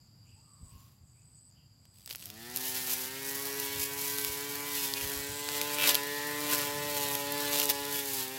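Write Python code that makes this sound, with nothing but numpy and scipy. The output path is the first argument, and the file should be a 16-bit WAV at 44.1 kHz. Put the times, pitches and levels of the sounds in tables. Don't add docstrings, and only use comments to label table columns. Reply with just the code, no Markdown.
import sys
import numpy as np
from scipy import signal
from scipy.fft import rfft, irfft
from scipy.io import wavfile
from scipy.ndimage import uniform_filter1d, map_coordinates

SR = 44100
rng = np.random.default_rng(int(sys.argv[2]) if len(sys.argv) > 2 else 0)


def master(y):
    cut = np.clip(np.atleast_2d(y).T, -1, 1)
    pcm = np.round(cut * 32767)
    wavfile.write(sys.argv[1], SR, pcm.astype(np.int16))


N = 369558
T = np.arange(N) / SR

# [f/Hz, relative level per Hz/dB]
HISS_COLOUR = [(2000, -17.5), (5000, -2), (8000, -2.5), (9600, -6.5), (11000, 3.5), (13500, 0.5),
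               (17000, -0.5)]
# [f/Hz, relative level per Hz/dB]
SNAP_COLOUR = [(150, -16.5), (400, -4.5), (1300, -7.5), (2800, 1), (5000, 3.5), (8000, -3), (9500, -2.5),
               (11500, 4.5), (16000, 0)]
FREE_HZ = 150.0


def undb(db):
    return 10 ** (np.asarray(db) / 20)


def unit(x):
    return x / np.sqrt(np.mean(x ** 2))


def noise():
    return rng.standard_normal(N)


def walk(rate):
    points = rng.standard_normal(int(N / SR * rate) + 2)
    joined = np.interp(T * rate, np.arange(len(points)), points)
    return 1.4 * uniform_filter1d(joined, int(SR / rate / 2) + 1)


def colour(x, points):
    hz, db = np.transpose(points)
    size = 4096
    bins = np.fft.rfftfreq(size, 1 / SR) + 2
    gain = undb(np.interp(np.log(bins), np.log(hz), db)) * np.minimum(bins / hz[0], 1)
    cepstrum = irfft(np.log(gain))[:size // 2]
    cepstrum[1:] *= 2
    response = irfft(np.exp(rfft(cepstrum, size)))
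    return signal.oaconvolve(x, response / np.linalg.norm(response))[:N]


def ring(x, hz, width_hz):
    b, a = signal.iirpeak(hz, hz / width_hz, fs=SR)
    once = signal.lfilter(b, a, x)
    return unit(signal.lfilter(b, a, once))


def arch(start, end):
    return np.sin(np.pi * np.clip((T - start) / max(end - start, .01), 0, 1))


def swells(table):
    return sum(undb(db) * arch(start, end) for start, end, db in table)


def strokes(phase, sharpness):
    return unit(np.exp(sharpness * (np.cos(2 * np.pi * phase) - 1)))


def grains(rate, spread_db, most=2.56):
    size = undb(spread_db * np.minimum(rng.exponential(size=N), most))
    happens = rng.random(N) < rate / SR
    return unit(happens * np.sign(noise()) * size)


def garden():
    # [f/Hz, relative level per Hz/dB]
    air_colour = [(25, -31), (60, -1.5), (120, 7.5), (190, -4), (270, -9), (400, -21), (1000, -21.5),
                  (1800, -28.5), (3000, -28), (6000, -35), (9500, -36.5), (11500, -25.5), (16000, -41)]
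    # [start/s, end/s, level/dB]
    puffs = [(.28, .4, -62), (.6, .68, -48.5), (.71, .78, -50.5), (1.0, 1.06, -58), (3.73, 3.85, -50),
             (4.26, 4.35, -52), (5.02, 5.08, -43), (5.13, 5.23, -48), (5.27, 5.37, -48.5)]
    air = undb(-61.0 + 1.0 * walk(8.3)) * colour(noise(), air_colour)
    rustle = colour(noise() + 0.78 * grains(rate=490, spread_db=3), SNAP_COLOUR)
    leaves = undb(-67) * arch(0.55, 1.07) ** 2 * rustle
    wind = swells(puffs) * ring(noise(), hz=78.4, width_hz=67)
    return air + leaves + wind


def insects(swell_db=15, count=3):
    trill_starts = [0, .24, .36, .63, .76, 1.06, 1.18, 1.33, 1.48]
    trill_s, trill_db = .085, -70.5
    buzz_first_s, buzz_every_s, buzz_s, buzz_db = 0.262, 0.77, 0.47, -61.5
    swell = 0
    for start in buzz_first_s + buzz_every_s * np.arange(count):
        progress = np.clip((T - start) / buzz_s, 0, 1)
        sounding = (progress > 0) & (progress < 1)
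        swell = swell + undb(buzz_db - swell_db * (1 - progress) ** 2) * sounding
    fast_wings = strokes(np.cumsum(193 + 6 * walk(20)) / SR, sharpness=1.3)
    slow_wings = strokes(82 * T, sharpness=1.8)
    buzz = ring(noise() * fast_wings, hz=8010, width_hz=310) * uniform_filter1d(swell, size=400)
    trills = swells([(s, s + trill_s, trill_db) for s in trill_starts])
    trill = ring(noise() * slow_wings, hz=7080, width_hz=570) * trills
    chorus_db = -69.5 - 6.1 * arch(0.58, 1.37) + walk(5.2)
    chorus = ring(noise(), hz=4785, width_hz=400) * undb(chorus_db)
    high_chorus = undb(-76) * ring(noise(), hz=7400, width_hz=870)
    return buzz + trill + chorus + high_chorus


def birds(echo_s=0.079):
    # [start/s, end/s, first f/Hz, middle f/Hz, last f/Hz, level before the echo mix/dB]
    notes = [(0.238, 0.362, 2800, 2750, 2600, -66.5), (0.333, 0.435, 792, 906, 1090, -70),
             (0.404, 0.641, 1200, 1187, 1040, -66), (0.592, 0.92, 1000, 1062, 1134, -66),
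             (0.687, .78, 2750, 2800, 2750, -70), (1.134, 1.23, 2310, 2500, 2600, -73),
             (1.55, 1.616, 3000, 2900, 2700, -67)]
    song = 0
    for start, end, first_hz, middle_hz, last_hz, db in notes:
        glide_hz = np.interp(T, [start, (start + end) / 2, end], [first_hz, middle_hz, last_hz])
        hz = glide_hz * (1 + 0.055 * walk(500))
        tone = np.sin(2 * np.pi * np.cumsum(hz) / SR)
        song = song + np.sqrt(2) * undb(db) * arch(start, end) * tone
    trees = (noise() * np.exp(-T / echo_s))[:SR // 2]
    echo = signal.oaconvolve(song, trees / np.linalg.norm(trees))[:N]
    return 0.55 * song + 0.53 * echo


def snaps(turns, tail_db=-23):
    # [t/s, level before a common 5.5 dB lift/dB, treble gain/dB]
    struck = [(1.854, -40, -6), (2.0603, -23, 4), (2.0758, -23.5, -8), (2.11, -19.5, -18),
              (2.1496, -21, -10), (2.158, -19.5, 6), (2.2257, -27, -14), (2.257, -20, 22),
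              (2.3018, -21.5, 2), (2.5612, -9, 9), (2.5722, -11, 6), (3.5992, -10.5, 11), (4.185, -11, 2),
              (4.2476, -9, -4), (4.938, -10.5, 0), (5.4883, -12, -11), (5.6145, -6, 3), (5.8915, -3.5, 1),
              (5.9455, -4.5, -5), (5.9528, -3.5, 3), (7.1521, -7.5, 0), (7.3213, -13, 16),
              (7.5577, -11, -9), (7.599, -5.5, 3), (7.6175, -10.5, -8), (7.6304, -10, 0), (7.6552, -8, 19),
              (7.6997, -6.5, 1), (7.7076, -12, -11)]
    # [start/s, end/s, level/dB]
    clumps = [(1.92, 2.08, -62), (2.085, 2.145, -40), (2.13, 2.34, -48.5), (2.53, 2.68, -40),
              (5.85, 5.93, -24.5), (7.52, 7.67, -43), (7.68, 7.725, -25)]
    crack_s, rustle_s = .0008, .011
    cracks = np.zeros(N)
    t = T[:1500]
    fade = np.exp(-t / crack_s) + undb(tail_db) * np.exp(-t / rustle_s)
    for s, db, treble_db in struck:
        crack = rng.standard_normal(len(t)) * fade
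        dull = uniform_filter1d(crack, size=4)
        crack = dull + undb(treble_db) * (crack - dull)
        at = int(s * SR)
        cracks[at:at + len(t)] += undb(db + 5.5) * crack / np.linalg.norm(crack)
    crackle = grains(rate=2400, spread_db=3.5) * strokes(2 * turns, sharpness=0.93) * swells(clumps)
    return colour(cracks + crackle, SNAP_COLOUR)


def lag(x, seconds):
    keep = np.exp(-1 / (seconds * SR))
    return signal.lfilter([1 - keep], [1, -keep], x)


def shaft_speed(drag_hz, flutter=0.001418):
    switch_on_s, spin_up_s, recover_s = 1.865, .375, .459
    free_hz = FREE_HZ * (1 - np.exp(-np.maximum(T - switch_on_s, 0) / spin_up_s))
    loaded_hz = np.maximum(free_hz - lag(drag_hz, recover_s), 1)
    return loaded_hz * (1 + flutter * walk(25))


def rotor_tones(turns, speed_hz, facing, waver_db=0.59, drift=0.19, shake_turns=0.0015):
    # [multiple of shaft speed (rounded for the pitch), level at free speed/dB,
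    # rise when fully facing/dB]
    tones = [(1, -65, 7), (2, -50, 5), (3.08, -52, 3), (4.05, -61.5, 18), (5, -68.5, 5.5), (6.1, -56, 14),
             (6.9, -52, 7), (8, -62, 4), (9, -69.5, 12.5), (10, -67, 9), (11, -54.5, -16),
             (12.1, -58.5, 4.5), (13.3, -56.5, 5), (14, -55.5, -17), (14.3, -58, 3.5), (16.1, -53, -8),
             (18, -61, -1.5), (26, -99, -6)]
    # [f/Hz, half width/Hz, lift/dB]
    housing = [(439, 35, 6), (1820, 99, 3.5)]
    tone_speed_db, overtone_speed_db = 10.5, 7
    shaken = turns + shake_turns * walk(180)
    octaves = np.log2(speed_hz / FREE_HZ)
    out = 0
    for multiple, db, rise_db in tones:
        sway = np.sqrt(multiple)
        growth_db = octaves * (tone_speed_db + overtone_speed_db * np.log2(multiple))
        housing_db = sum(lift_db / (1 + ((multiple * speed_hz - hz) / width_hz) ** 2)
                         for hz, width_hz, lift_db in housing)
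        gain = undb(db + growth_db + housing_db + rise_db * facing + waver_db * sway * walk(9))
        cycles = round(multiple) * shaken + rng.random()
        out = out + np.sqrt(2) * gain * np.cos(2 * np.pi * cycles + drift * sway * walk(3))
    return out


def rattle(turns, memory, size=320):
    fresh = rng.standard_normal((N // 120, size))
    track = signal.lfilter([1], [1, -memory], fresh, axis=0).ravel()
    return unit(map_coordinates(track, [turns * size], order=3, mode="wrap"))


def tip_ticks(turns, scatter_db=2):
    passes = 2 * turns
    step = np.abs(np.gradient(passes)) + 1e-12
    ticks = np.maximum(1 - np.abs(passes - np.round(passes)) / step, 0)
    return unit(ticks * undb(scatter_db * walk(300)))


def shifting(x, patchy_db=1.46):
    out, below = 0, 0
    for hz in np.geomspace(2200, 7000, num=6):
        low = signal.sosfiltfilt(signal.butter(4, hz, fs=SR, output="sos"), x)
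        band = low - below
        out = out + band * undb(patchy_db * walk(6.5))
        below = low
    return out + x - below


def shredding(turns, shred_gain, hiss_gain, tuft):
    # [f/Hz, relative level per Hz/dB]
    rattle_colour = [(200, -10), (600, -5.5), (1250, -5.5), (1900, -3), (2800, 0), (4400, -0.5),
                     (6200, -6.5), (8500, -6), (11000, -14)]
    side = turns + 0.0573 * walk(2)
    both_tips = strokes(2 * side, sharpness=0.079)
    one_swish = strokes(side, sharpness=1.8)
    swish = np.sqrt((1 - tuft) * both_tips ** 2 + tuft * one_swish ** 2)
    ticks = undb(-8 + 2 * walk(7)) * tip_ticks(side)
    fibres = grains(rate=2000, spread_db=7)
    rubbing = rattle(turns, memory=0.67) * strokes(side, sharpness=0.12)
    body = unit(rubbing + ticks + .5 * fibres)
    fine_fibres = grains(rate=3600, spread_db=7.5)
    hiss = unit(noise() + 0.28 * rattle(turns, memory=0.4) + 0.79 * ticks + 1.45 * fine_fibres) * swish
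    flicker = undb(1.0 * walk(140))
    return shifting(colour(body * shred_gain, rattle_colour)) + colour(hiss * hiss_gain * flicker, HISS_COLOUR)


def squeals(turns, scrape=0.53):
    # [start/s, end/s, f/Hz, width/Hz, level/dB]
    ringing = [(2.355, 2.574, 1800, 245, -55.5), (3.38, 3.85, 1840, 400, -51),
               (3.417, 3.78, 5603, 400, -51.5), (4.96, 5.103, 3240, 300, -51),
               (5.144, 5.649, 7800, 1301, -46.5), (5.9, 6.454, 1860, 239, -44),
               (7.06, 7.149, 895, 299, -41.5), (7.315, 7.565, 1850, 350, -47), (7.424, 7.6, 1110, 220, -46),
               (7.915, 8.02, 3388, 296.3, -46)]
    once_a_turn = tip_ticks(turns / 2, scatter_db=2.5)
    rub = once_a_turn + scrape * rattle(turns, memory=0.88) * strokes(turns, sharpness=0.91)
    out = 0
    for start, end, hz, width_hz, db in ringing:
        tone = ring(rub, hz, width_hz)
        tone = tone / np.sqrt(np.abs(uniform_filter1d(tone ** 2, size=2500)) + 1e-9)
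        out = out + undb(db) * np.sqrt(np.abs(arch(start, end))) * tone
    return out


def bites():
    # [start/s, end/s, drag before inertia/Hz,
    # hiss before uneven feed/dB, shredding before uneven feed/dB, one-sidedness/0-1]
    bite_rows = [(2.601, 3.043, 23.8, -34.5, -45, 0.06), (3.235, 3.49, 7.8, -39, -55, 0.3),
                 (3.515, 3.889, 11.1, -41, -51, 0), (3.958, 4.32, 8.9, -36.5, -48.5, 0),
                 (4.328, 4.791, 3.6, -43, -62, 0.03), (4.741, 4.913, 27.7, -35.5, -42.5, 0),
                 (4.932, 5.208, 5, -37, -46, 0.26), (5.453, 5.81, 1.86, -43, -46.5, 0.2),
                 (5.84, 5.954, 23.5, -31, -29, 0), (6.452, 6.671, 12.2, -35, -39.5, 0.83),
                 (6.903, 7.191, 13.4, -34.5, -47, 0.38), (7.4, 7.673, 6.6, -37, -40.5, .5),
                 (7.65, 7.731, 23, -36, -42, 0.5), (7.931, 8.042, 30.4, -33, -52, 0),
                 (8.092, 8.249, 48.6, -34, -40, 0)]
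    edge_s = .137
    start, end, drag_hz, hiss_db, shred_db, one_sided = np.transpose(bite_rows)
    depth = np.array([np.clip(np.minimum(T - s, e - T) / edge_s + .5, 0, 1) for s, e in zip(start, end)])
    tuft = np.clip(one_sided @ depth, 0, 1)
    return drag_hz @ depth, undb(hiss_db) @ depth, undb(shred_db) @ depth, tuft


def slaps(turns):
    # [start/s, end/s, knock level/dB, sizzle relative to knock/dB]
    whips = [(2.925, 3.023, -45.5, 6.5), (3.768, 3.881, -49, 17), (4.8, 4.86, -47.5, 12.5),
             (4.944, 5.06, -46.5, 0), (5.705, 5.77, -52, 17), (5.773, 5.878, -33.5, -1),
             (6.498, 6.619, -48, 13), (7.92, 8.026, -45, 9)]
    # [f/Hz, relative level per Hz/dB]
    stem_colour = [(500, -20), (1600, -14.5), (2500, 2), (4000, -9), (6000, -9.5), (10000, -25)]
    ticks = tip_ticks(turns, scatter_db=5.0)
    knock = swells([(start, end, db) for start, end, db, _ in whips])
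    sizzle = swells([(start, end, db + treble_db) for start, end, db, treble_db in whips])
    return colour(ticks * knock, stem_colour) + colour(ticks * sizzle, HISS_COLOUR)


def cutter(feed_db=1.97):
    # [t/s, facing/0 = away, 1 = fully]
    head_turns = [(3.0, 0.11), (4.2, 0.028), (4.65, 0.17), (4.95, 0.23), (5.45, 0.15), (5.8, 0.81),
                  (6.05, 0.62), (6.7, 0.89), (7.25, 0.86), (7.55, 0.99), (7.8, 0.72), (8.0, 0.44),
                  (8.35, 0.37)]
    idle_hiss_db, idle_rattle_db = -40.5, -43
    facing_rattle_db = 4
    noise_speed_db = 21
    rush_from_hz, rush_full_hz = 84, 129.6
    drag_hz, hiss, shred, tuft = bites()
    speed_hz = shaft_speed(drag_hz)
    turns = np.cumsum(speed_hz) / SR
    rush = np.interp(speed_hz, [rush_from_hz, rush_full_hz], [0, 1])
    pace = undb(noise_speed_db * np.log2(speed_hz / FREE_HZ)) * rush
    facing_s, amount = np.transpose(head_turns)
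    facing = np.interp(T, facing_s, amount)
    wash = undb(-57.5 + 7.7 * arch(6.344, 7.52)) * ring(noise(), hz=132, width_hz=100)
    stray = undb(-48.5) * colour(grains(rate=14, spread_db=3), HISS_COLOUR)
    slot_angle = 2 * np.pi * 30 * turns
    run_up = undb(-62 + 2 * walk(58)) * arch(2.3, 2.55) * np.sin(slot_angle + 0.64 * walk(140))
    feed = undb(feed_db * walk(30))
    idle_rattle = pace * undb(idle_rattle_db + facing_rattle_db * facing)
    idle_hiss = pace * undb(idle_hiss_db)
    shred_gain = np.hypot(idle_rattle, feed * shred)
    hiss_gain = np.hypot(idle_hiss, feed * hiss)
    grass = shredding(turns, shred_gain, hiss_gain, tuft)
    awake = np.clip((speed_hz - 60) / 62, 0, 1)
    rotor = awake * rotor_tones(turns, speed_hz, facing)
    return rotor + pace * (wash + stray) + run_up + squeals(turns) + grass + slaps(turns) + snaps(turns)


def scene():
    return (garden() + insects() + birds() + cutter())[None]


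def record(dry):
    return signal.sosfilt(signal.ellip(10, .2, 70, 15850, fs=SR, output="sos"), dry)


dry = scene()
out = record(dry)
master(out)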